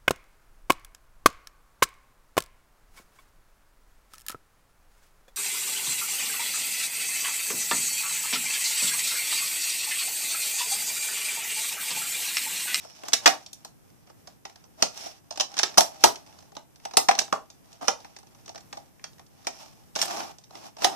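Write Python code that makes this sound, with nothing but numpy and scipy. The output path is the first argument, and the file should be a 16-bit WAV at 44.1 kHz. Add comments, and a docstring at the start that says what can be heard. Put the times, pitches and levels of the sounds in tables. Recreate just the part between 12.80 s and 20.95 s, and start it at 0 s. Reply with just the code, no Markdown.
"""A small room, close to a phone: scissors snip and knock at a hollow cardboard box.
Blades and fingers scrape over the board, and steel glides on steel with a thin hiss.
Each snap is a short burst of tearing fibres that also drums the box. A short echo and quiet room tone
sit underneath. The two microphones are wired in opposite sense, each behind a port with its own
resonance, and the loudest snaps clip."""
import sys
import numpy as np
from scipy import signal
from scipy.fft import rfft, irfft, next_fast_len
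from scipy.io import wavfile
from scipy.ndimage import uniform_filter1d, map_coordinates

SR = 44100
rng = np.random.default_rng(int(sys.argv[2]) if len(sys.argv) > 2 else 0)


def put_to_file(sound):
    """Save the sound as 16-bit audio at rate SR, in the file named by the first command-line argument."""
    columns = np.atleast_2d(sound).T  # one column per channel
    safe = np.clip(columns, -1, 1)
    whole_steps = np.round(safe * 32767)
    wavfile.write(sys.argv[1], SR, whole_steps.astype(np.int16))


N = 359415


def amp(db):
    """Decibels to gain."""
    return 10 ** (np.asarray(db) / 20)


def unit(x):
    """Scaled to rms 1."""
    return x / np.sqrt(np.mean(x ** 2) + 1e-20)


def along(points, hz):
    """Read a curve of (Hz, value) points on a log frequency axis."""
    freqs, values = np.transpose(points)
    return np.interp(np.log(hz + 1), np.log(freqs + 1), values)


def wobble(rate):
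    """A smooth random curve, rate knots a second."""
    return map_coordinates(rng.standard_normal(int(N * rate / SR) + 4), [np.arange(N) * rate / SR])


def filtered(x, response):
    """Pass x through a complex frequency response."""
    size = next_fast_len(x.shape[-1] + SR // 4)
    return irfft(rfft(x, size) * response(np.fft.rfftfreq(size, 1 / SR)), size)[..., :x.shape[-1]]


def colour(points):
    """A minimum-phase EQ through (Hz, dB) points."""
    def response(hz):
        cepstrum = irfft(np.log(amp(along(points, hz))))
        cepstrum[1:len(cepstrum) // 2] *= 2
        cepstrum[len(cepstrum) // 2 + 1:] = 0
        return np.exp(rfft(cepstrum))
    return response


def resonance(f, hz, width_hz):
    """One resonance of gain 1."""
    return 1j * f * width_hz / (hz * hz - f * f + 1j * f * width_hz)


# Stereo image of the diffuse sounds. Each row: frequency in Hz, left-right likeness from 0 to 1.
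LIKENESS = [(60, 0.4), (150, 0.67), (350, 0.24), (700, 0.15), (1400, .04), (15000, .02)]
def paired(two):
    """Mix two unrelated signals to stereo: narrower in the bass, wide in the treble."""
    angle = lambda hz: np.arccos(along(LIKENESS, hz)) / 2
    mid, side = filtered(two, lambda hz: np.array([np.cos(angle(hz)), np.sin(angle(hz))]))
    return np.array([mid + side, mid - side])


# The background bed. Each row: frequency in Hz, relative noise density in dB.
HUSH_EQ = [(12, -57), (20, -22), (64, -12.5), (87, -7.5), (139, -4), (199, -9), (302, -12), (387, -16.5),
           (4200, -37), (6360, -33), (15000, -32)]
def hush(level_db=-57):
    """Quiet room tone and microphone hiss, drifting a little in level."""
    noise = filtered(rng.standard_normal((2, N)), lambda hz: amp(along(HUSH_EQ, hz)))
    return amp(level_db + 1.4 * wobble(8)) * unit(noise)


# The midrange voice of cardboard. 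Each row: frequency in Hz, gain in dB.
BOARD_EQ = [(100, -19.5), (300, -2.5), (900, -0.5), (1300, 5), (1800, 5), (2400, 4), (3500, -3),
            (6000, -24.5)]
def board(f):
    """The sheet colours every scrape and snap."""
    return colour(BOARD_EQ)(f)


# Panel and air modes of the box. Each row: frequency in Hz, width in Hz, gain in dB.
BOX_MODES = [(150, 47, 13), (305.6, 170, 24), (512, 70, 18), (645.4, 130, 21.5), (711, 68, 25.5),
             (790, 32, 27), (885, 80, 23.5), (1112, 480, 15)]
def box_ring(f, low_hz, high_hz):
    """The hollow box rings at its modes within a range, neighbours in opposite polarity."""
    return sum((-1) ** k * amp(db) * resonance(f, hz, width)
               for k, (hz, width, db) in enumerate(BOX_MODES) if low_hz < hz < high_hz)


def thud(f):
    """The big panels answer low."""
    return box_ring(f, 0, 570)


def drum(f):
    """The hollow note of the box: its upper modes, with the top rolled off."""
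    return box_ring(f, 570, 2000) / (1 + 1j * f / 1500) ** 2


def swell(times, db, depth_db=16):
    """Power of one stroke: it starts at the earliest of three times, peaks, and ends at the latest."""
    away = np.interp(np.arange(N) / SR, np.sort(times), [1, 0, 1])
    level_db = db - depth_db * away ** 1.4  # lingers near its loudest and ends quickly
    return np.where(away < 1, amp(level_db) ** 2, 0)


# Strokes over the board. Each row: three swell times in seconds (in any order), rasp level in dB,
# box level in dB against the rasp.
STROKES = [(-.4, 0.018, 0.9, -58.5, -0.5), (0.193, 0.308, 0.26, -52, 5.5), (0.4, 0.451, 0.46, -50, 6.5),
           (0.587, 0.633, 0.65, -57.5, -2), (1.26, 1.299, 1.33, -68, 8.5), (1.975, 2.013, 2.025, -52.5, 9),
           (2.11, 2.232, 2.315, -45, -1), (2.2, 2.25, 2.39, -53.5, -4), (2.66, 2.757, 3.7, -55.5, 6.5),
           (3.046, 3.12, 2.9, -62, -7), (3.198, 3.24, 3.245, -44, -2), (3.39, 3.5, 2.2, -70.5, 10),
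           (4.012, 4.048, 4.055, -58, 3), (4.875, 4.997, 4.92, -63.5, 4), (5.01, 5.023, 5.07, -52, 15.5),
           (5.052, 5.072, 5.05, -46, -3), (5.163, 5.21, 5.37, -61.5, 6), (5.451, 5.619, 6.195, -70.5, 6),
           (6.5, 6.6, 7.3, -65.5, 4), (6.68, 6.788, 6.98, -55, 3), (7.153, 7.219, 7.26, -36.5, -2),
           (7.198, 7.318, 7.52, -42.5, 8.5), (7.306, 7.437, 7.49, -47.5, 9),
           (7.691, 7.742, 7.87, -63.5, 11.5), (7.743, 7.777, 7.84, -53.5, 6), (7.776, 7.864, 7.9, -54.5, 7),
           (7.984, 8.039, 8.05, -39.5, 5), (7.998, 8.114, 8.3, -49.5, 13)]
def strokes(board_db=-5):
    """Gains of rasp, board and box: strokes over the faint fidget of hands that never rest."""
    floor = amp([-76.5, -76.5, -72.5])[:, None]
    fidget = (floor * amp(2.7 * wobble(13))) ** 2
    swells = np.array([swell(times, db) for *times, db, _ in STROKES])
    shares = amp([[0, board_db, box_db] for *_, box_db in STROKES]) ** 2
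    return uniform_filter1d(np.sqrt(fidget + shares.T @ swells), size=300)


# The bright rasp of friction. Each row: frequency in Hz, gain in dB.
RASP_EQ = [(1200, -33.5), (2500, -1.5), (5000, -4.5), (8000, -12.5), (15000, -14.5)]
def scrape(crackles_per_s=150, crackle_t60_s=0.0039):
    """Steel and skin drag over the board: noise that catches and lets go, with fine crackle."""
    grip = amp(1.5 * wobble(30) + 1.5 * wobble(100))
    catches = (rng.random(N) < crackles_per_s / SR) * rng.random(N) * 2.2
    crackle = np.convolve(catches, amp(-60 * np.arange(200) / SR / crackle_t60_s))[:N]
    friction = grip * (1 + crackle) * rng.standard_normal((3, 2, N))
    bodies = colour(RASP_EQ), board, lambda f: drum(f) + amp(-12.5) * thud(f)
    layers = zip(strokes(), friction, bodies)
    return sum(gain * unit(filtered(noise, body)) for gain, noise, body in layers)


# Blade on blade. Each row: start, loudest moment and end in seconds, level in dB.
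BLADE_SLIDES = [(-.3, 0.062, 0.29, -65.5), (0.33, 0.38, 0.46, -60), (2.144, 2.244, 2.33, -56.5),
                (6.68, 6.76, 6.86, -64)]
def blade_slide(centre_hz=5380, width_hz=700):
    """The blades glide over each other with a thin, narrow hiss."""
    hiss = filtered(rng.standard_normal((2, N)), lambda f: resonance(f, centre_hz, width_hz) ** 2)
    envelope = np.sqrt(sum(swell(times, db) for *times, db in BLADE_SLIDES))
    return envelope * amp(0.84 * wobble(40)) * unit(hiss)


def ticks(count):
    """Faint ticks of handling at random moments, as rows of snaps."""
    return [(when * N / SR, -54 + np.log(force + 0.059), -10.5, -10.5, -31)
            for when, force in rng.random((count, 2))]


def tear(db, rise_s):
    """Left and right noise bursts for the five layers of a snap: fibres, board, drum, thud, edge."""
    t = np.arange(SR // 16) / SR
    t60_s = 0.029 * amp(0.06 * (db + 20.5))  # hard snaps tear longer
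    envelope = amp(-60 * t / t60_s) * (1 - np.exp(-t / rise_s)) ** 2
    strength = np.linalg.norm(envelope)
    lumps_db = 2 * np.repeat(rng.standard_normal(len(t) // 32 + 1), 32)  # fibres part in bunches
    bursts = envelope * amp(lumps_db[:len(t)]) * rng.standard_normal((2, 5, len(t)))
    bursts[:, 2, np.argmax(envelope)] += 0.6 * strength  # the blow itself strikes the drum
    left, other = bursts / np.linalg.norm(bursts, axis=2, keepdims=True) * strength / envelope.max()
    shared = np.array([.75, .75, .8, .95, .75])[:, None]  # what both microphones hear alike
    return left, shared * left + np.sqrt(1 - shared ** 2) * other


# The crunch of tearing fibres. Each row: frequency in Hz, gain in dB.
FIBRE_EQ = [(1500, -37.5), (2600, -8), (4000, -5.5), (6000, -10), (8000, -17), (11000, -30)]
# The sharp edge on top of a snap. Each row: frequency in Hz, gain in dB.
EDGE_EQ = [(5000, -17), (8000, 0), (11000, -4), (15000, -6)]
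# Snips and knocks. Each row: time in seconds, burst level in dB, then the sends to board, box and
# edge in dB against that level.
SNAPS = [(0.048, -40, -12, -4.5, -12), (0.235, -38, 0, 1, -9), (0.284, -22.5, -13, -13.5, -12.5),
         (0.322, -32, -4, -11, -17), (0.3328, -0.5, -15, -25.5, -16.5), (0.4591, 1, -2.5, -13.5, -32),
         (0.467, -5, -6, -13.5, -20), (0.4746, -3.5, -8.5, -12, -13), (0.6624, -28.5, -37, -22.5, -26),
         (0.7307, -29, -38.5, -32, -7.5), (0.848, -29, -20, -13, -12), (1.2717, -47.5, -6, -8.5, -22),
         (1.2994, -47, -9, -1, -15), (1.473, -33.5, -13, -11, -19), (1.652, -27, -7.5, -9.5, -26),
         (1.6963, -41, -6, -7.5, -14), (1.7579, -39, -8.5, -21.5, -18.5), (1.8399, -43.5, -18, -12, -26),
         (2.0236, -2, -16, -16.5, -23.5), (2.174, -28.5, -18, -37, -12), (2.2601, -29.5, -18, -8, -26),
         (2.5077, -22.5, -25, -15, -28.5), (2.5234, -31.5, -27.5, -13, -31), (2.5584, -30, -13, -18, -27),
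         (2.574, -22, -13, -15, -20), (2.5988, -10, -21, -20, -42), (2.607, -6, -19.5, -23.5, -35),
         (2.7162, -39, -16, -23.5, -17), (2.7402, -30.5, -8, -19, -29), (2.768, -20, -11, -16.5, -38),
         (2.7779, -17, -13, -22, -37), (2.7888, -7.5, -28, -38, -45), (2.7933, -14, -7, -19, -23.5),
         (2.832, -5, -9.5, -25, -48), (2.941, -33, -7, -14, -27), (2.9742, -10, -20, -6, -13),
         (2.9799, 2.5, -25, -12.5, -12), (3.0068, -6.5, -14, -18, -10.5), (3.2387, 2.5, -12, -10.5, -11.5),
         (3.3572, -27.5, -9.5, -25, -19), (3.463, -45, -10, -12, -24.5), (3.526, -45, -8, -12, -25),
         (3.5877, -37.5, -16.5, -18, -27), (3.605, -44, -15, -15, -25), (3.625, -44, -11, -12, -25),
         (3.719, -46, -14, -3, -25), (3.7519, -39, -13.5, -9.5, -15.5), (3.767, -30, -10, -4.5, -32),
         (3.958, -42, -18, -24, -16), (3.9996, -48, -5, -13, -19), (4.052, -24.5, -9.5, -8.5, -16.5),
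         (4.11, -34, -8, -11, -20), (4.1357, -29, -23, -7.5, -21), (4.1699, -0.5, -14, -13, -8),
         (4.2862, -6, -4.5, -6.5, -37), (4.3116, -16, -2.5, -10.5, -19), (4.3515, -22, -10, -14, -37),
         (4.38, -29, -9, -5, -15), (4.3889, -5, -17, -21, -21.5), (4.4124, -23.5, -19, -6, -17),
         (4.4794, -38, -10, -4.5, -25), (4.5258, -19, -10, 5, -19), (4.701, -34, -25, -20, -24),
         (4.9282, -37, -34, -21, -24), (5.0116, -40, -11, -2.5, -28), (5.0274, -40.5, -5, 0, -14),
         (5.0435, -35.5, -10, -3, -15), (5.0747, -26.5, -12, -9, -18), (5.0815, -9, -7, -7.5, -18),
         (5.203, -38.5, -19, -19, -32), (5.246, -39, -1, -6, -24), (5.364, -31.5, -11, -18.5, -25.5),
         (5.3865, -37.5, -20, -12, -11.5), (5.43, -45.5, -9.5, -7.5, -22.5), (5.47, -46.5, -12, -14.5, -22),
         (5.548, -46, -16, -9.5, -24.5), (5.6593, -35.5, -22.5, -20, -25), (5.679, -34.5, -10, -8.5, -27),
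         (5.6924, -30, -15, -13, -31), (5.747, -36.5, -20, -7, -25), (5.7575, -33, -7, -6, -32),
         (5.7778, -34, -10, -12, -24), (5.8062, -42.5, -10, -17, -14), (5.928, -27.5, -8, -8, -28),
         (5.9714, -33, -11, -4, -18), (6.195, -54.5, 4.5, -5, -30), (6.2409, -25, -10, -20.5, -30),
         (6.332, -47.5, -20, -18, -17.5), (6.3821, -46.5, -7, -10.5, -17), (6.394, -40.5, -4, -9.5, -20.5),
         (6.464, -47, -20.5, -23.5, -17.5), (6.647, -41.5, -14, -10, -22), (6.6689, -14, -10, -13, -22),
         (7.1536, -21.5, -18, -17, -22), (7.16, -17, -12, -9.5, -23), (7.1896, -19.5, -11.5, -17, -25),
         (7.2151, -9, -18.5, -26, -13), (7.2254, -13, -14, -15.5, -14), (7.2544, -23.5, -15, -16, -6.5),
         (7.4039, -28, -2, -15, -25), (7.584, -35, -25, -20.5, -20), (7.6386, -39, -26, -20.5, -26.5),
         (7.7069, -41, -23.5, -8, -25.5), (7.7528, -33.5, -9.5, -8, -31), (7.9673, -35.5, -20, -10, -44),
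         (8.0202, -22, -25, -5, -28), (8.0441, -3.5, -15.5, -12.5, -16), (8.0686, -31, -2, 8, -20)]
def snaps(rise_s=0.00105):
    """Each snap or tick is a lumpy burst of tearing that sounds the board and drums the box."""
    bus = np.zeros((5, 2, N + SR))
    for time_s, db, board_db, box_db, edge_db in SNAPS + ticks(count=28):
        thud_db = box_db - 10.5 - 0.095 * (db + 20)  # the big panels take less of a hard snap
        gains = amp(db + np.array([0, board_db, box_db, thud_db, edge_db]))[:, None]
        pan_db = rng.normal(-0.27, 1.5)  # the box sits a little to the right
        left, right = tear(db, rise_s)
        lag = round(abs(rng.normal(11, 4)))  # samples between the microphones
        start = max(round((time_s - rise_s) * SR), 0)
        bus[:, 0, start:][:, :left.shape[1]] += gains * amp(pan_db / 2) * left
        bus[:, 1, start + lag:][:, :right.shape[1]] += gains * amp(-pan_db / 2) * right
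    bodies = colour(FIBRE_EQ), board, drum, thud, colour(EDGE_EQ)
    return sum(filtered(bursts, body) for bursts, body in zip(bus[..., :N], bodies))


# The small room's tail. Each row: frequency in Hz, time to fall 60 dB in seconds.
ROOM_DECAY = [(150, .22), (800, 0.23), (3000, 0.2), (7000, 0.2), (13000, 0.22)]
def room(x, predelay_samples=150):
    """Each frequency of the echo dies at its own speed; the paths change as hands and box move."""
    wet, step = np.zeros((2, N + SR)), SR // 4
    for start in range(0, N, step):  # a fresh random tail every quarter second
        hz, t, spectrum = signal.stft(rng.standard_normal((2, SR // 3)), SR, nperseg=256)
        decay = amp(-60 * t / along(ROOM_DECAY, hz)[:, None])
        _, tail = signal.istft(spectrum * decay, SR, nperseg=256)
        echo = signal.fftconvolve(x[:, start:start + step], tail / np.linalg.norm(tail[0]), axes=1)
        wet[:, start + predelay_samples:][:, :echo.shape[1]] += echo
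    return wet[:, :N]


def scene():
    """The scissors and box at arm's length, and their echo."""
    cuts = snaps()
    rubs = scrape() + blade_slide()
    echo = amp(-7.5) * room(cuts + rubs)
    return cuts + paired(rubs + echo)


# The microphone ports, left then right. Each row: resonance in Hz, width in Hz, boost in dB.
MIC_PORTS = [(6960, 2700, 7.5), (5712, 800, 14)]
def ports(f):
    """Each port rings at its own treble peak."""
    return np.array([1 + (amp(db) - 1) * resonance(f, hz, width) for hz, width, db in MIC_PORTS])


def record(dry):
    """Port resonances, background hush, opposite polarity, soft clipping and a steep high cut."""
    wired = (filtered(dry, ports) + paired(hush())) * [[1], [-1]]
    lopsided = wired - 0.03 * wired ** 2  # the microphones yield more to one side of a loud wave
    clipped = lopsided / (1 + np.abs(lopsided) ** 8) ** (1 / 8)
    return filtered(clipped, lambda hz: 1 / (1 + (hz / 14600) ** 80))


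dry = scene()
out = record(dry)
put_to_file(out)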